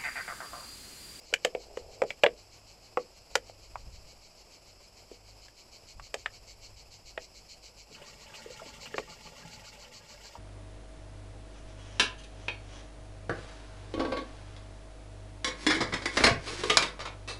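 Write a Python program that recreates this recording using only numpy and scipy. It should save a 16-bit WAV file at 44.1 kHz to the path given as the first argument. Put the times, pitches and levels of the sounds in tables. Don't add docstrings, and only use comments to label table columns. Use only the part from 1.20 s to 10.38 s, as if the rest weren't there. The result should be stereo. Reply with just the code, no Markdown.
import sys
import numpy as np
from scipy import signal
from scipy.fft import rfft, irfft
from scipy.io import wavfile

SR = 44100
rng = np.random.default_rng(int(sys.argv[2]) if len(sys.argv) > 2 else 0)


def generate_wav(signal):
    frames = np.transpose(np.atleast_2d(signal))
    scaled = np.clip(frames, -1, 1) * 32767
    pcm = np.round(scaled).astype(np.int16)
    wavfile.write(sys.argv[1], SR, pcm)


N = 404838
TIME = np.arange(N) / SR
RING_TIME = np.arange(SR // 6) / SR

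# (time [s], thud [dB], clack [dB], snap [dB], wall pitch [Hz],
# dent pitch [Hz], dent ring within the clack [dB])
KNOCKS = [(.127, -35, -48, -69, 475, 1470, 0), (0.1383, -36.5, -20.5, -28, 504, 2364, -7.5),
          (.248, -23, -24, -27.5, 503, 1740, -11), (0.3493, -27.5, -39, -56, 490, 2270, 3),
          (0.5717, -32, -41.5, -53, 484, 1170, -10), (.818, -19.5, -29, -46, 513, 1080, -29),
          (.836, -28, -40, -53, 466, 810, 4), (0.9044, -42, -31.5, -48, 575, 2290, -0.5),
          (1.0352, -15, -18, -32.5, 581, 2400, -2.5), (1.0411, -23.5, -24, -47, 535, 1670, 8),
          (1.0626, -21.5, -22, -54, 476, 1740, -14), (1.772, -23.5, -27, -49.5, 484, 1130, 5),
          (2.154, -26.5, -21, -25, 501, 1440, -4), (2.296, -47, -58, -72, 520, 880, -4.5),
          (2.556, -43, -35, -61, 802, 950, 2.5), (3.914, -44.5, -63, -65, 370, 2260, 2),
          (4.2828, -69, -56, -58, 600, 1730, 2), (4.797, -63, -44.5, -61, 886, 1150, 4),
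          (4.9417, -33.5, -34.5, -35.5, 535, 1700, -9), (5.0596, -44.5, -27, -52.5, 622, 1804, 2.5),
          (5.9762, -35, -35.5, -61, 510, 1910, -1.5), (7.7418, -35.5, -38, -67, 427, 1770, 3.5),
          (7.781, -34, -28.5, -48, 397, 1173, -5.5), (7.796, -39, -50, -70, 445, 1135, -3)]
# (ratio to wall pitch, relative level [dB], t60 at a medium blow [s])
WALL_MODES = [(.8, -14, 0.044), (1.0, 11.5, 0.034), (1.2, -10, 0.081)]
# (ratio to dent pitch, relative level [dB], t60 [s])
DENT_MODES = [(.75, -2.5, 0.0078), (1.0, 4, 0.02), (1.14, -2.5, 0.017), (1.5, -7.5, 0.009)]
# (frequency [Hz], relative level [dB])
CRACK_SPECTRUM = [(200, -7.5), (500, -4.5), (2900, 1), (3700, -2), (7800, -6.5), (9000, -16),
                  (14000, -18.5)]
# (time [s], relative level [dB])
FLOW = [(6.7, -74), (6.78, -56), (6.98, -59.5), (7.14, -54.5), (7.45, -54), (7.85, -55.5), (8.25, -54.5),
        (8.75, -59), (9.18, -56)]
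# (time [s], level [dB])
PLUNGE = [(6.8, -59.5), (7.0, -70), (7.42, -59), (8.08, -61), (8.25, -55.5), (8.4, -60), (9.1, -72)]
# (frequency [Hz], relative level [dB], t60 [s])
CAVITY_LOW = [(168, -0.46, 0.078), (230.6, -0.54, 0.086)]
CAVITY_MID = [(590, 7, 0.028), (865, 6, 0.08)]
CAVITY_HIGH = [(1385, -12, 0.056), (1890, -6, 0.026), (2245, 1.5, 0.012), (2780, 3.5, 0.016)]
# (time [s], level [dB], pitch [Hz])
GLUGS = [(6.711, -46, 427), (6.815, -41, 574), (7.26, -37.5, 446), (7.303, -37, 500), (7.396, -42, 1350),
         (7.418, -36.5, 640), (7.461, -42.5, 378), (8.121, -44, 574), (9.153, -37.5, 933)]
# (time [s], level [dB])
SLOSHES = [(6.744, -51.5), (6.814, -50), (7.062, -52), (7.137, -45.5), (7.451, -54), (7.654, -41.5),
           (8.061, -54), (8.178, -63), (8.445, -56), (8.548, -53), (8.641, -51)]
# (frequency [Hz], relative level [dB])
CICADA_BODY = [(1200, -48), (1900, -20), (2250, -2.5), (2600, -12), (3000, -7.5), (3500, -21.5),
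               (4100, -3.5), (4520, 1), (4900, -3), (6000, -8.5), (7500, -11.5), (8100, -20.5),
               (8800, -33.5), (14000, -32)]
# (time [s], relative level [dB])
CICADA_EFFORT = [(.6, -49.5), (1.6, -52.5), (2.8, -51.5), (3.7, -53), (4.6, -47.5), (5.6, -46.5),
                 (7.1, -46.5), (7.65, -43.5), (8.2, -46.5)]
# (time [s], rate [chirps/s])
CICADA_TEMPO = [(0.0, 5.763), (1.15, 6.75), (1.88, 6.204), (3.22, 6.832), (4.4, 6.511), (6.73, 7.126),
                (7.51, 6.362), (7.94, 7.392), (9.1, 6.605)]
# (frequency [Hz], relative level [dB])
AIR_SPECTRUM = [(100, 0.5), (260, -3), (650, 3), (1800, -12), (2600, -3), (3700, -15), (5100, 3),
                (6100, -11.5), (7800, -9), (8600, -24), (11000, -14.5), (14500, -27)]
# (frequency [Hz], correlation [0-1])
AIR_LIKENESS = [(450, 0.51), (1500, 0)]
# (frequency [Hz], level [dB])
DRONE = [(49.5, -64.5), (100.5, -69.5)]
# (time [s], relative level [dB], Gaussian width [s])
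GUSTS = [(0.704, -56, 0.14), (2.664, -48, 0.025), (2.704, -52.5, 0.17), (4.795, -48, 0.027),
         (5.503, -60.5, 0.52)]
# (frequency [Hz], t60 [s])
YARD_DECAY = [(200, 0.38), (600, 0.092), (2500, 0.1), (8000, 0.079)]
# (frequency [Hz], left minus right [dB])
PORT_BALANCE = [(1500, -.5), (4600, -2), (6500, -4), (7900, -15), (9000, -1.5)]


def plastic():
    out = np.zeros((2, N))
    for s, *row in KNOCKS:
        add(out, s, knock(*row))
    return out


def knock(thud_db, clack_db, snap_db, wall_hz, dent_hz, ring_db, swell_s=0.0014, contact_s=0.00066):
    t = RING_TIME
    blow = lambda x: unit_rms(x) * np.sqrt(.01 * SR / len(t))
    crack = lambda same, t60: colour(noise_pair(same, len(t)) * amp(-60 * t / t60), CRACK_SPECTRUM)
    stretch = 2 ** ((thud_db + 27) / 24)
    modes = [(ratio, db, t60 * stretch) for ratio, db, t60 in WALL_MODES]
    wall = ring(modes, wall_hz) * (1 - np.exp(-t / swell_s))
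    wall_crack = band(crack(0.82, t60=0.049 * stretch), 0.78 * wall_hz, 1.45 * wall_hz)
    thud = blow(wall) + 0.68 * blow(wall_crack)
    thud = band(thud, 0.76 * wall_hz, SR / 2) + amp(-26) * blow(ring(CAVITY_LOW))
    dent = band(ring(DENT_MODES, dent_hz, spread=1.0), 665, 2830)
    dent_crack = band(crack(0.5, t60=0.018), 0.62 * dent_hz, min(2.38 * dent_hz, 3500))
    clack = amp(ring_db) * blow(dent) + 0.73 * blow(dent_crack)
    snap = band(crack(0.76, t60=0.019), 3700, 15000)
    contact = 1 - np.exp(-t / contact_s)
    parts = [(thud_db, thud), (clack_db, clack), (snap_db, snap)]
    return sum(amp(db) * blow(part * contact) for db, part in parts)


def lid(start_s=0.258, end_s=.88, level_db=-57):
    scrape = band(impacts(350, spread_db=3), 370, 745) * np.ones((2, 1))
    fade = np.clip(np.minimum(TIME - start_s, end_s - TIME) * 20, 0, 1)
    return amp(level_db) * unit_rms(scrape) * fade


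def water(gurgle_db=-2.5, ring_db=-3.5, spray_db=-2, bubbles_db=-4):
    pouring = TIME > FLOW[0][0]
    flow = pouring * amp(at_time(FLOW))
    surges = [unit_rms(band(noise, 5, 28)) for noise in rng.standard_normal((2, N))]
    gush, splash = amp(3.6 * np.clip(surges, -2, 2))
    drops = impacts(1400)
    out = flow * amp(gurgle_db) * cavity(drops * gush, CAVITY_MID, spread=0.64)
    out += flow * amp(ring_db) * cavity(drops * splash, CAVITY_HIGH, spread=2.1)
    out += pouring * amp(at_time(PLUNGE)) * cavity(drops * gush, CAVITY_LOW, spread=0)
    spray = inside_tank(np.array([impacts(1300), drops]) * splash)
    fizz = band(spray, 2800, 7100) + 0.21 * band(spray, 13500, SR / 2)
    out += flow * amp(spray_db) * unit_rms(fizz)
    burble = bubble_crowd(gush * pouring)
    out += flow * amp(bubbles_db) * inside_tank(burble) / np.std(burble[:, pouring])
    for s, db, hz in GLUGS:
        add(out, s, amp(db) * glug(hz))
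    for s, db in SLOSHES:
        add(out, s, amp(db) * slosh())
    return out


def bubble_crowd(gush, count=1300):
    out = np.zeros((2, N))
    births = np.cumsum(gush)
    for when, smallness, strength in rng.random((count, 3)):
        s = np.searchsorted(births, when * births[-1]) / SR
        db = 5 * min(-np.log(1 - strength), 3)
        add(out, s, amp(db) * bubble(hz=380 + 2800 * smallness, cycles=6))
    return out


def bubble(hz, cycles, rise=0.9):
    t = np.arange(int(6 * cycles / hz * SR)) / SR
    channel_phase = rng.uniform(-0.68, 1, (2, 1)) * min(hz / 2000, np.pi)
    envelope = np.exp(-t * hz / cycles) - np.exp(-2 * t * hz)
    return envelope * np.sin(2 * np.pi * hz * t * (1 + rise * t) + channel_phase)


def glug(hz, decay_s=0.008):
    tone = bubble(hz, cycles=decay_s * hz)
    splat = band(noise_pair(0.89, len(RING_TIME)), hz / 1.64, hz * 1.17)
    out = 0.61 * unit_rms(splat) * np.exp(-RING_TIME / decay_s)
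    add(out, 0, tone)
    return out


def slosh(swell_s=0.0073, body_db=-6, spit_db=-15):
    noise = noise_pair(0.39, len(RING_TIME))
    cloud = unit_rms(band(noise, 2550, 3070))
    body = amp(body_db) * unit_rms(band(noise, 500, 2500))
    spit = amp(spit_db) * unit_rms(band(noise, 7000, SR / 2))
    age = RING_TIME / swell_s
    return (cloud + body + spit) * age * np.exp(1 - age)


def cavity(hits, modes, spread):
    return unit_rms(convolve(hits[None], ring(modes, spread=spread)))


def inside_tank(x, t60=0.087):
    tail = rng.standard_normal(len(RING_TIME)) * amp(-60 * RING_TIME / t60)
    return convolve(x, tail[None] / np.linalg.norm(tail))


def cicada(level_db=-2, half_width_s=0.025, click_hz=192, wet=0.37):
    cycles = np.cumsum(at_time(CICADA_TEMPO)) / SR
    chirp_times = TIME[1:][np.diff(np.round(cycles)) > 0]
    t = np.arange(-SR // 12, SR // 12) / SR
    effort = np.zeros(N)
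    for s in chirp_times:
        db = at_time(CICADA_EFFORT, s) + rng.uniform(-3, 1)
        turns = click_hz * rng.uniform(0.84, 1.05) * t + rng.random()
        clicks = unit_rms(0.46 + np.exp(-(turns % 1) / 0.7))
        envelope = np.exp(-abs(t / half_width_s) ** 3.15 / 2)
        add(effort, s + t[0], amp(db) * envelope * clicks)
    rasp = from_right(noise_pair(0.41, N), samples=13)
    voice = colour(rasp * effort, CICADA_BODY) / np.std(colour(rasp, CICADA_BODY))
    voice = panned(voice, side_db=-1)
    return amp(level_db) * (voice + wet * yard(voice))


def wind(calm_db=-66, gust_db=-1):
    gusts = sum(amp(db + gust_db) * np.exp(-((TIME - s) / width) ** 2 / 2) for s, db, width in GUSTS)
    rumble = colour(noise_pair(0.53, N), [(10, -1.5), (45, 1.0), (130, -12.5), (2500, -85)])
    return panned(unit_rms(rumble) * (amp(calm_db) + gusts), side_db=-4)


def air(level_db=-56.5, waver_db=1.23, fade_db_per_s=0.14):
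    hz = np.fft.rfftfreq(N, 1 / SR)
    left, other = rfft(rng.standard_normal((2, N)))
    same = at_hz(AIR_LIKENESS, hz)
    right = same * left + np.sqrt(1 - same ** 2) * other
    hiss = irfft(np.array([left, right]) * amp(at_hz(AIR_SPECTRUM, hz)), N)
    waver = unit_rms(band(rng.standard_normal(N), 1.16, 23.3))
    return unit_rms(hiss) * amp(level_db + waver_db * waver - fade_db_per_s * (TIME - TIME.mean()))


def drone(half_width_hz=2.44):
    hum = lambda hz: unit_rms(band(rng.standard_normal(N), hz - half_width_hz, hz + half_width_hz))
    return sum(amp(db) * hum(hz) for hz, db in DRONE)


def yard(x, echoes_per_s=2500):
    size = SR // 3
    taps = rng.standard_normal((2, size)) * (rng.random((2, size)) < echoes_per_s / SR)
    lowpass = signal.butter(1, 1100, fs=SR, output="sos")
    taps[1] += signal.sosfilt(lowpass, taps[0] - taps[1])
    taps *= np.clip((np.arange(size) / SR - .004) / 0.0022, 0, 1)
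    hz, t, spectra = signal.stft(taps, SR, nperseg=256)
    decay = amp(-60 * t / at_hz(YARD_DECAY, hz)[:, None])
    tail = signal.istft(spectra * decay, SR, nperseg=256)[1]
    return convolve(x, tail / np.linalg.norm(tail[0]))


def ring(modes, pitch=1, spread=0):
    t = RING_TIME
    phase = lambda f: 2 * np.pi * f * pitch * t + spread * rng.uniform(-1, 1, (2, 1))
    return sum(amp(db - 60 * t / t60) * np.sin(phase(f)) for f, db, t60 in modes)


def impacts(per_s, spread_db=4.2):
    hits = (rng.random(N) < per_s / SR) * rng.choice([-1, 1], N)
    return hits * amp(spread_db * np.minimum(rng.exponential(1, N), 3.5))


def noise_pair(same, size):
    left, other = rng.standard_normal((2, size))
    return np.array([left, same * left + np.sqrt(1 - same ** 2) * other])


def from_right(x, samples):
    return np.array([np.pad(x[0], (samples, 0))[:N], x[1]])


def panned(x, side_db):
    return x * amp([[side_db / 2], [-side_db / 2]])


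def colour(x, spectrum):
    log_gain = np.log(amp(at_hz(spectrum, abs(np.fft.fftfreq(4096, 1 / SR)))))
    taps = np.fft.ifft(np.exp(signal.hilbert(log_gain).conj())).real[:2048]
    return convolve(x, taps[None])


def convolve(x, response):
    return signal.oaconvolve(x, response, axes=1)[:, :x.shape[1]]


def band(x, lo_hz, hi_hz):
    sos = signal.butter(3, [lo_hz, min(hi_hz, SR / 2 - 100)], "band", fs=SR, output="sos")
    return signal.sosfilt(sos, x)


def add(mix, s, sound):
    part = mix[..., max(round(s * SR), 0):][..., :sound.shape[-1]]
    part += sound[..., :part.shape[-1]]


def at_time(points, s=TIME):
    return np.interp(s, *np.transpose(points))


def at_hz(points, hz):
    f, value = np.transpose(points)
    return np.interp(np.log(hz + 1), np.log(f + 1), value)


def amp(db):
    return 10 ** (np.asarray(db) / 20)


def unit_rms(x):
    return x / np.sqrt(np.mean(x ** 2) + 1e-20)


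def scene(wet_db=-17.5, echo_db=-19, echo_s=0.012):
    near = from_right(plastic() + lid() + water(), samples=2)
    out = near + amp(wet_db) * yard(near)
    add(out, echo_s, amp(echo_db) * band(near, 246, 1400))
    return out + cicada() + air() + drone() + wind()


def record(dry, edge_hz=14500):
    side_db = at_hz(PORT_BALANCE, np.fft.rfftfreq(N, 1 / SR))
    ports = irfft(rfft(dry) * amp([side_db / 2, -side_db / 2]), N)
    lowpass = signal.firwin(401, edge_hz, window=("kaiser", 8), fs=SR)
    return signal.oaconvolve(ports, lowpass[None], "same", axes=1)


dry = scene()
out = record(dry)
generate_wav(out)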